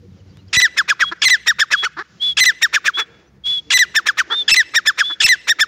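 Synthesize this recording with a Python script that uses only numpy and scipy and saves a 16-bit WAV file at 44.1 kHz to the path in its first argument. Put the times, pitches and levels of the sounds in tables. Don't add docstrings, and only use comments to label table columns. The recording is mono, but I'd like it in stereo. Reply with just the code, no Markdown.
import sys
import numpy as np
from scipy import signal
from scipy.fft import rfft, irfft, next_fast_len
from scipy.io import wavfile
from scipy.ndimage import uniform_filter1d, minimum_filter1d, map_coordinates

SR = 44100
rng = np.random.default_rng(int(sys.argv[2]) if len(sys.argv) > 2 else 0)


def rack_gain(trim_db):
    fader = np.asarray(trim_db, float)
    return 10 ** (fader / 20)


def inscribe(sig):
    pcm = np.round(np.clip(np.atleast_2d(sig).T, -1, 1) * 32767)
    wavfile.write(sys.argv[1], SR, pcm.astype(np.int16))


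N = 250047


def unit(x):
    return x / np.sqrt(np.mean(x ** 2) + 1e-20)


def along(points, hz, column=1):
    table = np.transpose(points)
    return np.interp(np.log(hz + 1), np.log(table[0] + 1), table[column])


def wobble(rate, size=N):
    knots = rng.standard_normal(int(size * rate / SR) + 4)
    return map_coordinates(knots, [np.arange(size) * rate / SR])


def filtered(x, response):
    m = next_fast_len(N + SR // 2)
    return irfft(rfft(x, m) * response(np.fft.rfftfreq(m, 1 / SR)), m)[..., :N]


def shaped_noise(spectrum, shape=N):
    return unit(filtered(rng.standard_normal(shape), lambda hz: rack_gain(along(spectrum, hz))))


def causal(spectrum):
    def response(hz):
        cep = irfft(np.log(rack_gain(along(spectrum, hz))))
        cep[1:len(cep) // 2] *= 2
        cep[len(cep) // 2 + 1:] = 0
        return np.exp(rfft(cep))
    return response


def add(out, s, x):
    part = out[round(s * SR):][:len(x)]
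    part += x[:len(part)]


def glide(rows, attack, release):
    s, *cols = np.transpose(rows)
    t = np.arange(s[0] - attack, s[-1] + release, 1 / SR)
    gate = np.clip((t - t[0]) / attack, 0, 1) * np.clip((t[-1] - t) / release, 0, 1)
    smooth = [uniform_filter1d(np.interp(t, s, c), size=150, mode="nearest") for c in cols]
    return t, smooth, gate


# time in seconds, rumble in dB, air in dB, leaf rustle over the air in dB.
GUSTS = [(0, -43.5, -60, -3.5), (0.459, -46.5, -63, -5.5), (.53, -52, -56, -4), (2.002, -54, -67.5, 6),
         (2.3, -47, -58, -2.5), (2.7, -58, -60.5, 3.5), (3.1, -49.5, -58, -7), (3.4, -52, -62.5, -11),
         (3.601, -52, -62, 1), (4.3, -53, -51.5, -5), (5.001, -57, -60.5, 3), (5.67, -57, -60.5, -1)]
# frequency in Hz, level in dB.
RUMBLE_SPECTRUM = [(25, -32), (50, -11), (65, 7), (95, -8.5), (130, -2), (200, -4), (300, -27.5),
                   (500, -57.5)]
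# frequency in Hz, level in dB.
MURMUR_SPECTRUM = [(150, -28.5), (250, -14), (347, -6.5), (385, -10.5), (474, -11.5), (669, -18.5),
                   (1030, -21.5), (5410, -21.5), (7250, -29), (8180, -63), (15500, -68.5)]


def wind():
    s, rumble_db, air_db, rustle_db = np.transpose(GUSTS)
    t = np.arange(N) / SR
    left, shared, right, middle, sides = rng.standard_normal((5, N))
    lumps = rack_gain(4 * np.array([wobble(16), wobble(16)]))
    lean_db = np.where(t < .5, [[0], [4]], [[4.5], [1.5]])
    buffets = np.array([left + .2 * shared, right + .2 * shared])
    rumble = unit(lumps * filtered(buffets, lambda hz: rack_gain(along(RUMBLE_SPECTRUM, hz))))
    murmur = np.array([middle + .5 * sides, middle - .5 * sides])
    air = unit(filtered(murmur, lambda hz: rack_gain(along(MURMUR_SPECTRUM, hz))))
    leaves = filtered(air, lambda hz: 1 / (1 + (2200 / (hz + 1)) ** 6))
    air = air + (rack_gain(np.interp(t, s, rustle_db)) - 1) * leaves
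    drift_db = 1.5 * wobble(8) + 1.5 * wobble(25)
    rumble_gain = rack_gain(np.interp(t, s, rumble_db) + lean_db)
    return rumble_gain * rumble + rack_gain(np.interp(t, s, air_db) + 6 + drift_db) * air


def pump_motor():
    pitch_hz, level_db, overtone_step_db, stop_s = 95, -43.5, -13, 0.53
    turn = 2 * np.pi * np.cumsum(pitch_hz * (1 + 0.015 * wobble(9.8))) / SR
    drone = np.zeros(N)
    for k in range(5):
        drone += rack_gain(overtone_step_db * k ** 0.49 + 5.2 * wobble(32.6)) * np.sin((k + 1) * turn)
    running = np.clip((stop_s - np.arange(N) / SR) / 0.034, 0, 1)
    return rack_gain(level_db + np.array([[-3], [4]])) * running * drone


# start in seconds, end in seconds, first pitch in Hz, last pitch in Hz, level in dB.
DOVE_COOS = [(.02, 0.072, 484, 470, -47), (0.027, .09, 345, 350, -52), (0.167, 0.202, 546, 545, -55),
             (.31, .41, 306, 308, -56), (3.038, 3.203, 459, 476, -53), (3.649, 3.72, 458, 452, -49),
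             (3.657, 3.705, 295, 291, -46), (4.389, 4.48, 379.4, 414, -52)]
# start in seconds, end in seconds, first pitch in Hz, last pitch in Hz, level in dB.
BIRD_CHIRPS = [(.095, 0.14, 4200, 3300, -66), (.29, 0.33, 4500, 4800, -60), (0.32, 0.44, 2880, 4500, -59),
               (.19, .215, 3150, 2800, -59), (.385, .41, 2950, 2800, -55), (.485, .512, 3400, 2900, -56),
               (.48, 0.488, 4500, 5400, -49), (1.186, 1.234, 4950, 5900, -50.5),
               (3.265, 3.298, 5940, 5970, -61.5)]


def far_birds():
    out = np.zeros(N)
    for start, end, first, last, db in BIRD_CHIRPS + DOVE_COOS:
        t, (hz,), _ = glide([(start, first), (end, last)], attack=0.0018, release=0.0014)
        swell = rack_gain(db) * np.sqrt(np.hanning(len(t)))
        add(out, t[0], swell * np.sin(2 * np.pi * np.cumsum(hz) / SR))
    return out


# time in seconds, peak in dB.
LOW_THUMPS = [(0.119, -35), (0.198, -35), (0.423, -30), (0.57, -5), (1.267, -23), (2.407, -21.5),
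              (3.75, -25), (4.519, -15), (5.246, -14)]


def low_thumps():
    t = np.arange(SR // 8) / SR
    low = np.zeros((2, N))
    for s, db in LOW_THUMPS:
        for side, gain_db, hz in zip(low, (3, 1), (95, 70)):
            thump = np.sin(2 * np.pi * hz * t * (1 - 3 * t))
            add(side, s, rack_gain(db + gain_db - 60 * t / 0.024) * thump)
    return filtered(low, lambda hz: (1j * hz / (60 + 1j * hz)) ** 2)


# time in seconds, level in dB.
GRIT_TICKS = [
    (0.372, -23.5),
    (0.485, -36),
    (4.444, -37),
]


def grit():
    t = np.arange(SR // 8) / SR
    knock = np.sin(2 * np.pi * 1700 * t) + 0.28 * np.sin(2 * np.pi * 4200 * t)
    out = np.zeros(N)
    for s, db in GRIT_TICKS:
        add(out, s, rack_gain(db - 60 * t / 0.0006) * knock)
    return out


def rough_voice(notes, spectrum, rate_hz, wander, scatter_db, hiss, rise, even, attack, twitch, narrow):
    open_db = -13
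    speed, level, opened = np.full(N, float(rate_hz)), np.zeros(N), np.ones(N)
    for start, end, *db in notes:
        rows = [(start + attack, db[0]), ((start + end) / 2, db[1]), (end - .001, db[2])]
        t, (gain_db,), gate = glide(rows, attack=attack, release=0.0037)
        add(level, t[0], rack_gain(gain_db) * gate ** 2)
        top_hz, peak = db[3:] or (rate_hz, .7)
        span = slice(round(t[0] * SR), round(t[0] * SR) + len(t))
        opened[span] = np.clip(np.linspace(0, 1.6, len(t)), 0, 1)
        u = np.linspace(-peak, 1 - peak, len(t))
        away = np.abs(u) / np.where(u < 0, peak, .75)
        speed[span] = top_hz * (1 - rise * away ** 1.6)
    cycle = np.cumsum(speed * np.exp(wander * wobble(twitch))) / SR
    slaps = np.diff(np.floor(cycle), prepend=0) * rack_gain(scatter_db * rng.standard_normal(N))
    slaps = uniform_filter1d(slaps, size=4)
    air = rng.standard_normal(N) * (1.4 - cycle % 1)
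    source = unit(slaps) + hiss * unit(air)
    low = unit(filtered(source, causal([(hz * narrow, db) for hz, db in spectrum])))
    wide = unit(filtered(source, causal(spectrum)))
    sound = unit(low * np.cos(opened * np.pi / 2) + wide * np.sin(opened * np.pi / 2))
    swing = np.sqrt(np.abs(uniform_filter1d(sound ** 2, size=70)) + 0.028)
    sound = unit(sound / swing ** even)
    high = filtered(sound, lambda hz: 1 / (1 + (3000 / (hz + 1)) ** 4))
    return level * (sound - high * (1 - np.clip(level / rack_gain(open_db), 0, 1) ** 0.71))


RELOCK_S = 0.002
# start in seconds, burst in dB, middle in dB, break between the cries in dB.
BOUT_SHRIEKS = [(.526, -13.5, -12.5, -18), (1.215, -7.5, -12, -20), (2.367, -9.5, -12, -21.5),
                (3.7, -11.5, -13, -22.5), (4.476, -17.5, -12.5, -22), (5.198, -16.5, -9.5, -21)]
# frequency in Hz, level in dB.
SHRIEK_SPECTRUM = [(180, -79), (300, -21.5), (744, -29.5), (892, -17.5), (1200, -22.5), (1640, -23),
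                   (2830, -2.5), (3070, -12), (3340, -4.5), (4570, -16), (7250, -8.5), (8700, -17),
                   (15500, -55)]


def shrieks():
    snap_lead_s = .004
    build_db, snap_db, regrip_db = -9, -13.5, -9
    notes = []
    for (s, burst, middle, split), held, cry in zip(BOUT_SHRIEKS, HELD_CRIES, FALLING_CRIES):
        notes.append((s, held[0] - RELOCK_S, burst, middle, build_db))
        notes.append((held[1] - snap_lead_s, cry[0] - RELOCK_S, snap_db, split, regrip_db))
    hush = np.ones(N)
    for start, slip, *_ in SHRIEK_CATCHES:
        hush[round((start - .001) * SR):round((slip + .002) * SR)] = 1 - .7
    return uniform_filter1d(hush, size=90) * rough_voice(
        notes, SHRIEK_SPECTRUM, rate_hz=1500, wander=.2, scatter_db=3.5, hiss=.5, rise=.1, even=.6,
        attack=.006, twitch=480, narrow=.8)


# start in seconds, first level in dB, middle level in dB,
# last level in dB, overtones of the tone that follows in dB.
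NOTE_RASPS = [(.763, -38, -17.5, -11.5, -14), (.878, -30.5, -15.5, -10.5, -16),
              (0.994, -27.5, -15, -15.5, -17.5), (1.461, -29.5, -15.5, -9, -12),
              (1.586, -26.5, -12, -25.5, -12.5), (1.704, -30.5, -14.5, -12.5, -16),
              (1.825, -29.5, -20, -15, -21), (2.61, -44.5, -18.5, -11.5, -11.5),
              (2.727, -29.5, -13, -12.5, -15.5), (2.843, -28.5, -14.5, -14, -19),
              (3.942, -36, -17.5, -10.5, -13), (4.057, -30, -12, -18.5, -14),
              (4.172, -27.5, -15.5, -10, -11), (4.737, -28, -17, -9, -11.5), (4.853, -32, -18, -13, -12),
              (4.975, -29, -14.5, -13, -16), (5.472, -26.5, -15.5, -11, -11),
              (5.587, -29, -17, -11.5, -11.5)]
# start in seconds, end in seconds, first, middle and last level in dB.
HOARSE_NOTE = [
    (2.973, 3.029, -24.5, -16.5, -41.5),
]
# frequency in Hz, level in dB.
RASP_SPECTRUM = [(120, -52), (200, -24.5), (378, -26), (1050, -22.5), (1880, -1.5), (2400, -1), (3010, -7),
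                 (3680, -7), (4500, -19.5), (5390, -4), (8200, -18), (11600, -33), (15500, -28.5)]


def rasps():
    sigh_s, sigh_db = 0.011, -32.5
    notes = [(s - .002, fall[0] - RELOCK_S, *db) for (s, *db, _), fall in zip(NOTE_RASPS, NOTE_FALLS)]
    for _, end, *_ in FALLING_CRIES:
        notes.append((end, end + sigh_s, sigh_db - 0.5, sigh_db, sigh_db - 3.5))
    return rough_voice(notes + HOARSE_NOTE, RASP_SPECTRUM, rate_hz=560, wander=.16, scatter_db=3, hiss=1.1,
                       rise=.3, even=.7, attack=.002, twitch=400, narrow=.68)


# start in seconds, end in seconds, level in dB, # fastest pulse
# rate in Hz, moment of that rate as a share of the length.
WEAK_CROAKS = [(1.112, 1.136, -21, 360.4, .5), (1.826, 1.852, -21.5, 476, 0.75),
               (1.966, 2.025, -23, 409, 0.91), (2.969, 3.027, -22.5, 429.2, 0.55),
               (4.299, 4.35, -20.5, 468.3, 0.4), (5.097, 5.122, -25, 331, 0.48)]
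# frequency in Hz, level in dB.
CROAK_SPECTRUM = [(150, -59.5), (330, -8.5), (600, -23.5), (1250, -2.5), (1700, 0.5), (2300, -18.5),
                  (3000, -21.5), (3900, -15), (5500, -16), (9000, -34.5), (15500, -41)]


def croaks():
    notes = [(a, b, db - 7.5, db, db - 5.5, *pulses) for a, b, db, *pulses in WEAK_CROAKS]
    return rough_voice(notes, CROAK_SPECTRUM, rate_hz=400, wander=.05, scatter_db=2.2, hiss=.4, rise=.3,
                       even=.1, attack=.002, twitch=280, narrow=.9)


def arch(start, end, peak, top_hz, last_hz, db, bend, climb, fade_db, late, swell_db, open_db, close_db,
         shut, speed):
    s = np.linspace(start, end, num=12)
    u = (s - peak) / (end - peak)
    hz = top_hz - (top_hz - last_hz) * np.abs(u) ** bend * np.where(u < 0, climb, 1)
    closed = 1 / (1 + np.exp((shut - u) / speed))
    level_db = db - swell_db * (1 - closed) - fade_db * np.clip(u, 0, 1) ** late
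    return np.transpose([s, hz, level_db, open_db - close_db * closed])


# start in seconds, end in seconds, first pitch in Hz, last pitch in Hz, level in dB.
HELD_CRIES = [(0.57, 0.602, 1974, 1992, -10), (1.256, 1.284, 2114, 2000, -9.5),
              (2.407, 2.441, 2060, 2004, -9), (3.742, 3.775, 2028, 1984, -11),
              (4.517, 4.546, 2646, 2664, -6.5), (5.244, 5.267, 2658, 2678, -6.5)]


def held_cries():
    sag_db, over_db, crack_over_db, crack_s, crack_hz = 0.5, -2, -1, 0.0045, 1800
    notes = []
    for start, end, first, last, db in HELD_CRIES:
        tired_db = db - sag_db
        notes.append([(start, first, db, over_db), (end - crack_s, last, tired_db, over_db),
                      (end - crack_s / 2, 1.06 * crack_hz, tired_db - 2.5, crack_over_db),
                      (end, crack_hz, tired_db, crack_over_db)])
    return notes


# start in seconds, end in seconds, top pitch in Hz, last pitch in Hz, level in dB.
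FALLING_CRIES = [(0.621, 0.675, 2009, 1340, -7.5), (1.307, 1.365, 2026, 1422, -7),
                 (2.462, 2.516, 2030, 1382, -8), (3.795, 3.846, 2007, 1393, -7.5),
                 (4.569, 4.626, 2040, 1470, -6.5), (5.292, 5.352, 2038, 1466, -7)]


def falling_cries():
    shape = dict(bend=1.8, climb=0.22, fade_db=22.5, late=4.45, swell_db=3.5, open_db=1, close_db=16.5,
                 shut=0.3, speed=0.28)
    return [arch(start, end, start + 0.0085, *rest, **shape) for start, end, *rest in FALLING_CRIES]


# start in seconds, end in seconds, top pitch in Hz,
# last pitch in Hz, level in dB.
NOTE_FALLS = [(0.789, 0.82, 1775, 1048, -7), (0.907, 0.932, 1750, 1040, -6), (1.026, 1.045, 1800, 1065, -3),
              (1.485, 1.524, 1888, 1152, -7), (1.616, 1.642, 1839, 1153, -6.5),
              (1.739, 1.759, 1828, 1145, -4), (1.855, 1.876, 1515, 1118, -10.5),
              (2.632, 2.669, 1886, 1155, -7.5), (2.763, 2.784, 1856, 1133, -7.5),
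              (2.883, 2.902, 1850, 1118, -6), (3.966, 4.002, 1817, 1115, -8),
              (4.089, 4.111, 1780, 1134, -6), (4.205, 4.221, 1800, 1086, -5.5),
              (4.763, 4.798, 1893, 1240, -6.5), (4.875, 4.912, 1785, 1125, -6.5),
              (5.009, 5.03, 1750, 1137, -5), (5.498, 5.532, 1890, 1399, -8),
              (5.611, 5.645, 1800, 1207, -6.5)]


def short_falls():
    fall_speed = 26000
    shape = dict(bend=1.55, climb=.35, fade_db=25, late=3.4, swell_db=6.5, open_db=13.5, close_db=27,
                 shut=0.33, speed=0.19)
    notes = []
    for rasp, (start, end, top, last, db) in zip(NOTE_RASPS, NOTE_FALLS):
        peak = end - (top - last) / fall_speed
        notes.append(arch(start, end, peak, top, last, db, **shape) + [0, 0, 0, rasp[4]])
    return notes


# start in seconds, end in seconds, pitch in Hz,
# level in dB, overtones in dB.
RASP_STUMBLES = [(1.604, 1.61, 1740, -14, 1.5), (1.729, 1.735, 2600, -11, -13),
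                 (1.009, 1.02, 1950, -14.5, -22), (4.19, 4.2, 1900, -11.5, -20.5)]


def stumbles():
    return [[(a, hz, *db), ((a + b) / 2, hz, *db), (b, .9 * hz, *db)] for a, b, hz, *db in RASP_STUMBLES]


# start in seconds, slip in seconds, end in seconds,
# pitch in Hz, level in dB.
SHRIEK_CATCHES = [(1.223, 1.229, 1.235, 1722, -16), (2.377, 2.383, 2.389, 1695, -18.5),
                  (3.709, 3.714, 3.727, 1702, -19.5), (4.482, 4.488, 4.499, 1750, -14.5),
                  (5.206, 5.211, 5.219, 1783, -13)]


def catches():
    slip_ratio, sag_ratio, slip_s, fade_db = .83, .77, .004, 11.5
    grip_over_db, slip_over_db = 5.5, 10.5
    notes = []
    for start, slip, end, hz, db in SHRIEK_CATCHES:
        notes.append([(start, .95 * hz, db, grip_over_db), (start + 0.0018, hz, db, grip_over_db),
                      (slip, hz, db, grip_over_db),
                      (slip + slip_s, slip_ratio * hz, db - fade_db / 2, slip_over_db),
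                      (end, sag_ratio * hz, db - fade_db, slip_over_db)])
    return notes


# start in seconds, end in seconds, first pitch in Hz,
# last pitch in Hz, level in dB.
FLUTTER_LEADS = [(0.552, .565, 1940, 2050, -18), (2.395, 2.403, 2080, 1984, -18),
                 (3.735, 3.74, 1960, 2000, -11), (4.506, 4.513, 2020, 1854, -19),
                 (5.241, 5.237, 2077, 2450, -3), (0.779, 0.784, 2100, 2510, -19.5),
                 (.893, 0.903, 2313, 2560, -17), (1.836, 1.851, 1908, 2200, -20),
                 (2.625, 2.63, 2097, 2730, -15.5), (2.742, 2.75, 2228, 2560, -14.5),
                 (2.858, 2.874, 2200, 2518, -16.5), (3.957, 3.963, 1990, 2530, -15.5),
                 (4.069, 4.076, 1940, 2049, -19), (5.486, 5.496, 2200, 2440, -22),
                 (5.595, 5.605, 1950, 2400, -19), (1.715, 1.719, 1970, 2200, -17.5)]


def leads():
    return [[(a, first, db, -15), (b, last, db, -15)] for a, b, first, last, db in FLUTTER_LEADS]


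# frequency in Hz, level in dB.
OVERTONE_SPECTRUM = [(2500, 4.5), (4000, -1.5), (5300, 0.5), (6000, -4), (8000, -11), (10000, -22.5),
                     (12000, -24), (15000, -15)]
# frequency in Hz, level in dB.
LEAK_SPECTRUM = [(250, -35), (900, -7), (1600, -4), (3000, 4), (6500, 2), (9000, -22.5), (15500, -19.5)]


def clear_voice():
    grip_s, catch_grip_s, cut_s, let_go_s = 0.0011, .004, 0.0015, .008
    # notes, onset s, ending s, unsteadiness dB, flutter dB
    groups = [(held_cries(), grip_s, cut_s, .2, 0), (falling_cries(), grip_s, let_go_s, .2, 0),
              (short_falls(), grip_s, let_go_s, .5, 0), (stumbles(), catch_grip_s, cut_s, .5, 0),
              (catches(), catch_grip_s, cut_s, .5, 0), (leads(), catch_grip_s, cut_s, .5, 3)]
    out, level = np.zeros(N), np.zeros(N)
    for notes, onset, release, bead_db, flutter_db in groups:
        for rows in notes:
            t, (hz, db, over_db), _ = glide(rows, attack=.003, release=release)
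            size = len(t)
            gate = np.clip((t - t[0]) / onset, 0, 1) * np.clip((t[-1] - t) / release, 0, 1)
            hz = hz * (1 - 0.066 * np.exp((t[0] - t) / 0.0016))
            turn = 2 * np.pi * np.cumsum(hz * (1 + 0.0028 * wobble(300, size=size))) / SR
            wave = np.cos(turn)
            for k in range(2, 10):
                tilt_db = over_db - (k - 2) * np.where(over_db > 0, .9, -.25) * over_db
                tilt_db = tilt_db + (.1 + .12 * k) * wobble(120, size=size)
                lag = 1.1 * (k - 1) + .004 * k * k * wobble(500, size=size)
                strength = rack_gain(along(OVERTONE_SPECTRUM, k * hz) + tilt_db) * (k * hz < 15500)
                wave += strength * np.cos(k * turn - lag)
            db = db + flutter_db * wobble(420, size=size)
            add(out, t[0], np.sqrt(2) * rack_gain(db + bead_db * wobble(130, size=size)) * gate * wave)
            add(level, t[0], rack_gain(db) * gate)
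    linger = np.exp(-1 / (.006 * SR))
    level = signal.lfilter([1 - linger], [1, -linger], level)
    out = filtered(out, lambda hz: 1j * hz / (300 + 1j * hz))
    return out + rack_gain(-23.5) * level * shaped_noise(LEAK_SPECTRUM)


# frequency in Hz, left minus right in dB, left lead in radians.
PORT_PATHS = [(1170, 1, 0.6), (1444, 4, -1.29), (1750, -8.5, -0.044), (2307, 3, 1.58), (2752, -2.5, -1.85),
              (3400, 2.5, -0.14), (3700, 2, -0.57), (5300, 1.5, 1.44), (6390, 5, -1.97), (6670, 3, 0.75),
              (7790, -2, -1.1), (8940, 5.5, -0.29), (14100, 7, -0.98)]
# start in seconds, contrast between ports as a factor, lead in radians per kHz.
HEAD_TURNS = [(0, 1.5, -0.14), (1.2, 1.3, -0.12), (2.36, 1.8, -0.052), (3.69, 1.58, -0.02),
              (4.46, 1.2, -0.1), (5.19, 1.2, -0.05)]


def francolin():
    voice = shrieks() + clear_voice() + rasps() + croaks()
    bout = np.searchsorted([row[0] for row in HEAD_TURNS], np.arange(N) / SR, "right") - 1
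    half = np.array([[.5], [-.5]])
    out = np.zeros((2, N))
    for k, (_, contrast, lead) in enumerate(HEAD_TURNS):
        def ports(hz):
            phase = half * (along(PORT_PATHS, hz, column=2) + lead * hz / 1000)
            return rack_gain(half * contrast * along(PORT_PATHS, hz)) * np.exp(1j * phase)
        out += filtered(voice * (bout == k), ports)
    return voice, out


# delay in seconds, level in dB.
WALL_ECHOES = [(0.046, -43.5), (0.074, -46.5), (0.105, -43), (.128, -48), (.15, -35.5), (.202, -37),
               (.26, -48.5)]
# frequency in Hz, fall by 60 dB in seconds.
YARD_DECAY = [(300, .3), (2000, 1), (5000, 0.54), (10000, 0.18)]


def yard(x):
    hz, t, z = signal.stft(rng.standard_normal((2, SR)), SR, nperseg=256)
    tail = signal.istft(z * rack_gain(-60 * t / along(YARD_DECAY, hz)[:, None]), SR, nperseg=256)[1]
    build = np.clip(np.arange(tail.shape[1]) / (.04 * SR), 0, 1)
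    answer = rack_gain(-30) * tail / np.linalg.norm(tail[0]) * build
    for s, db in WALL_ECHOES:
        blur = rng.standard_normal((2, 260)) * rack_gain(-np.arange(260) * 1.2)
        answer[:, round(s * SR):][:, :260] += rack_gain(db) * blur / np.linalg.norm(blur[0])
    wet = signal.fftconvolve(x[None], answer, axes=1)[:, :N]
    return filtered(wet, lambda hz: 1 / (1 + 1j * hz / 5000))


# time in seconds, pitch in Hz, level in dB.
CAGE_WHISTLES = [
    [(1.024, 3295, -30), (1.09, 3340, -24.5), (1.1, 3240, -31), (1.108, 3370, -44)],
    [(1.757, 3300, -39.5), (1.767, 3320, -27), (1.793, 3370, -21), (1.843, 3340, -26), (1.857, 3280, -35.5),
     (1.866, 3370, -42.5)],
    [(2.2, 3170, -45), (2.208, 3240, -29.5), (2.224, 3382, -18.5), (2.248, 3443, -17), (2.302, 3393, -17.5),
     (2.33, 3290, -28.5), (2.34, 3500, -50.5)],
    [(2.937, 3225, -41), (2.945, 3293, -28.5), (2.957, 3356, -22.5), (2.983, 3443, -22),
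     (3.023, 3400, -21.5), (3.045, 3400, -48.5)],
    [(3.44, 3300, -35.5), (3.452, 3297, -26), (3.464, 3361, -19.5), (3.502, 3400, -18),
     (3.516, 3427, -19.5), (3.576, 3368, -21), (3.596, 3300, -26), (3.61, 3380, -57)],
    [(4.3, 3120, -48), (4.31, 3310, -25.5), (4.326, 3400, -17), (4.348, 3574, -21.5), (4.374, 3620, -21.5),
     (4.41, 3554, -18.5), (4.424, 3452, -22.5), (4.436, 3435, -42)],
    [(5.026, 3230, -39), (5.038, 3330, -26), (5.056, 3444, -22), (5.082, 3473, -23.5), (5.136, 3405, -23),
     (5.153, 3401, -47.5)],
]
# frequency in Hz, level in dB.
HAZE_SPECTRUM = [(300, -25.5), (1500, -16), (2700, -12), (3400, 2), (4500, -9), (7000, -20),
                 (8000, -25.5), (15000, -35.5)]


def caged_bird():
    tone, level = np.zeros(N), np.zeros(N)
    for rows in CAGE_WHISTLES:
        t, (hz, db), gate = glide(rows, attack=.003, release=.004)
        swell = rack_gain(db + 0.65 * wobble(60, size=len(t))) * gate
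        turn = 2 * np.pi * np.cumsum(hz * (1 + 0.0023 * wobble(150, size=len(t)))) / SR
        add(tone, t[0], swell * (np.sin(turn) + rack_gain(-46.5) * np.sin(2 * turn)))
        add(level, t[0], swell)
    level = uniform_filter1d(level, size=600) * rack_gain(2 * wobble(45))
    haze = level * shaped_noise(HAZE_SPECTRUM, (2, N))
    port_gain = rack_gain([[-1.5], [2.5]]) * np.sqrt(2) * rack_gain(6.5)
    port_phase = np.exp(1j * np.array([[1.1], [-1.1]]))
    whistle = filtered(tone, lambda hz: port_gain * port_phase)
    return tone * rack_gain(7.0), whistle + rack_gain(-14.5) * haze


def scene():
    voice, near = francolin()
    tone, caged = caged_bird()
    background = wind() + pump_motor() + far_birds() + low_thumps() + grit()
    return background + near + caged + yard(voice + 0.44 * tone)


def low_pass(x):
    return signal.sosfilt(signal.butter(12, 15730, fs=SR, output="sos"), x)


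def record(dry):
    limit_db, limit_s = -1, .003
    dry = dry + rack_gain(-80) * rng.standard_normal(dry.shape)
    need = np.minimum(1, rack_gain(limit_db) / (np.abs(dry).max(axis=0) + 1e-9))
    held = minimum_filter1d(need, size=round(2 * limit_s * SR))
    dry = dry * uniform_filter1d(held, size=round(limit_s * SR))
    top, hard = 1.05, 5
    flat = dry / (1 + np.abs(dry / top) ** hard) ** (1 / hard)
    flat = dry + filtered(flat - dry, lambda hz: 1j * hz / (160 + 1j * hz))
    mix = filtered(flat, lambda hz: (1j * hz / (42 + 1j * hz)) ** 3 * (hz < 15750))
    return low_pass(mix)


dry = scene()
out = record(dry)
inscribe(out)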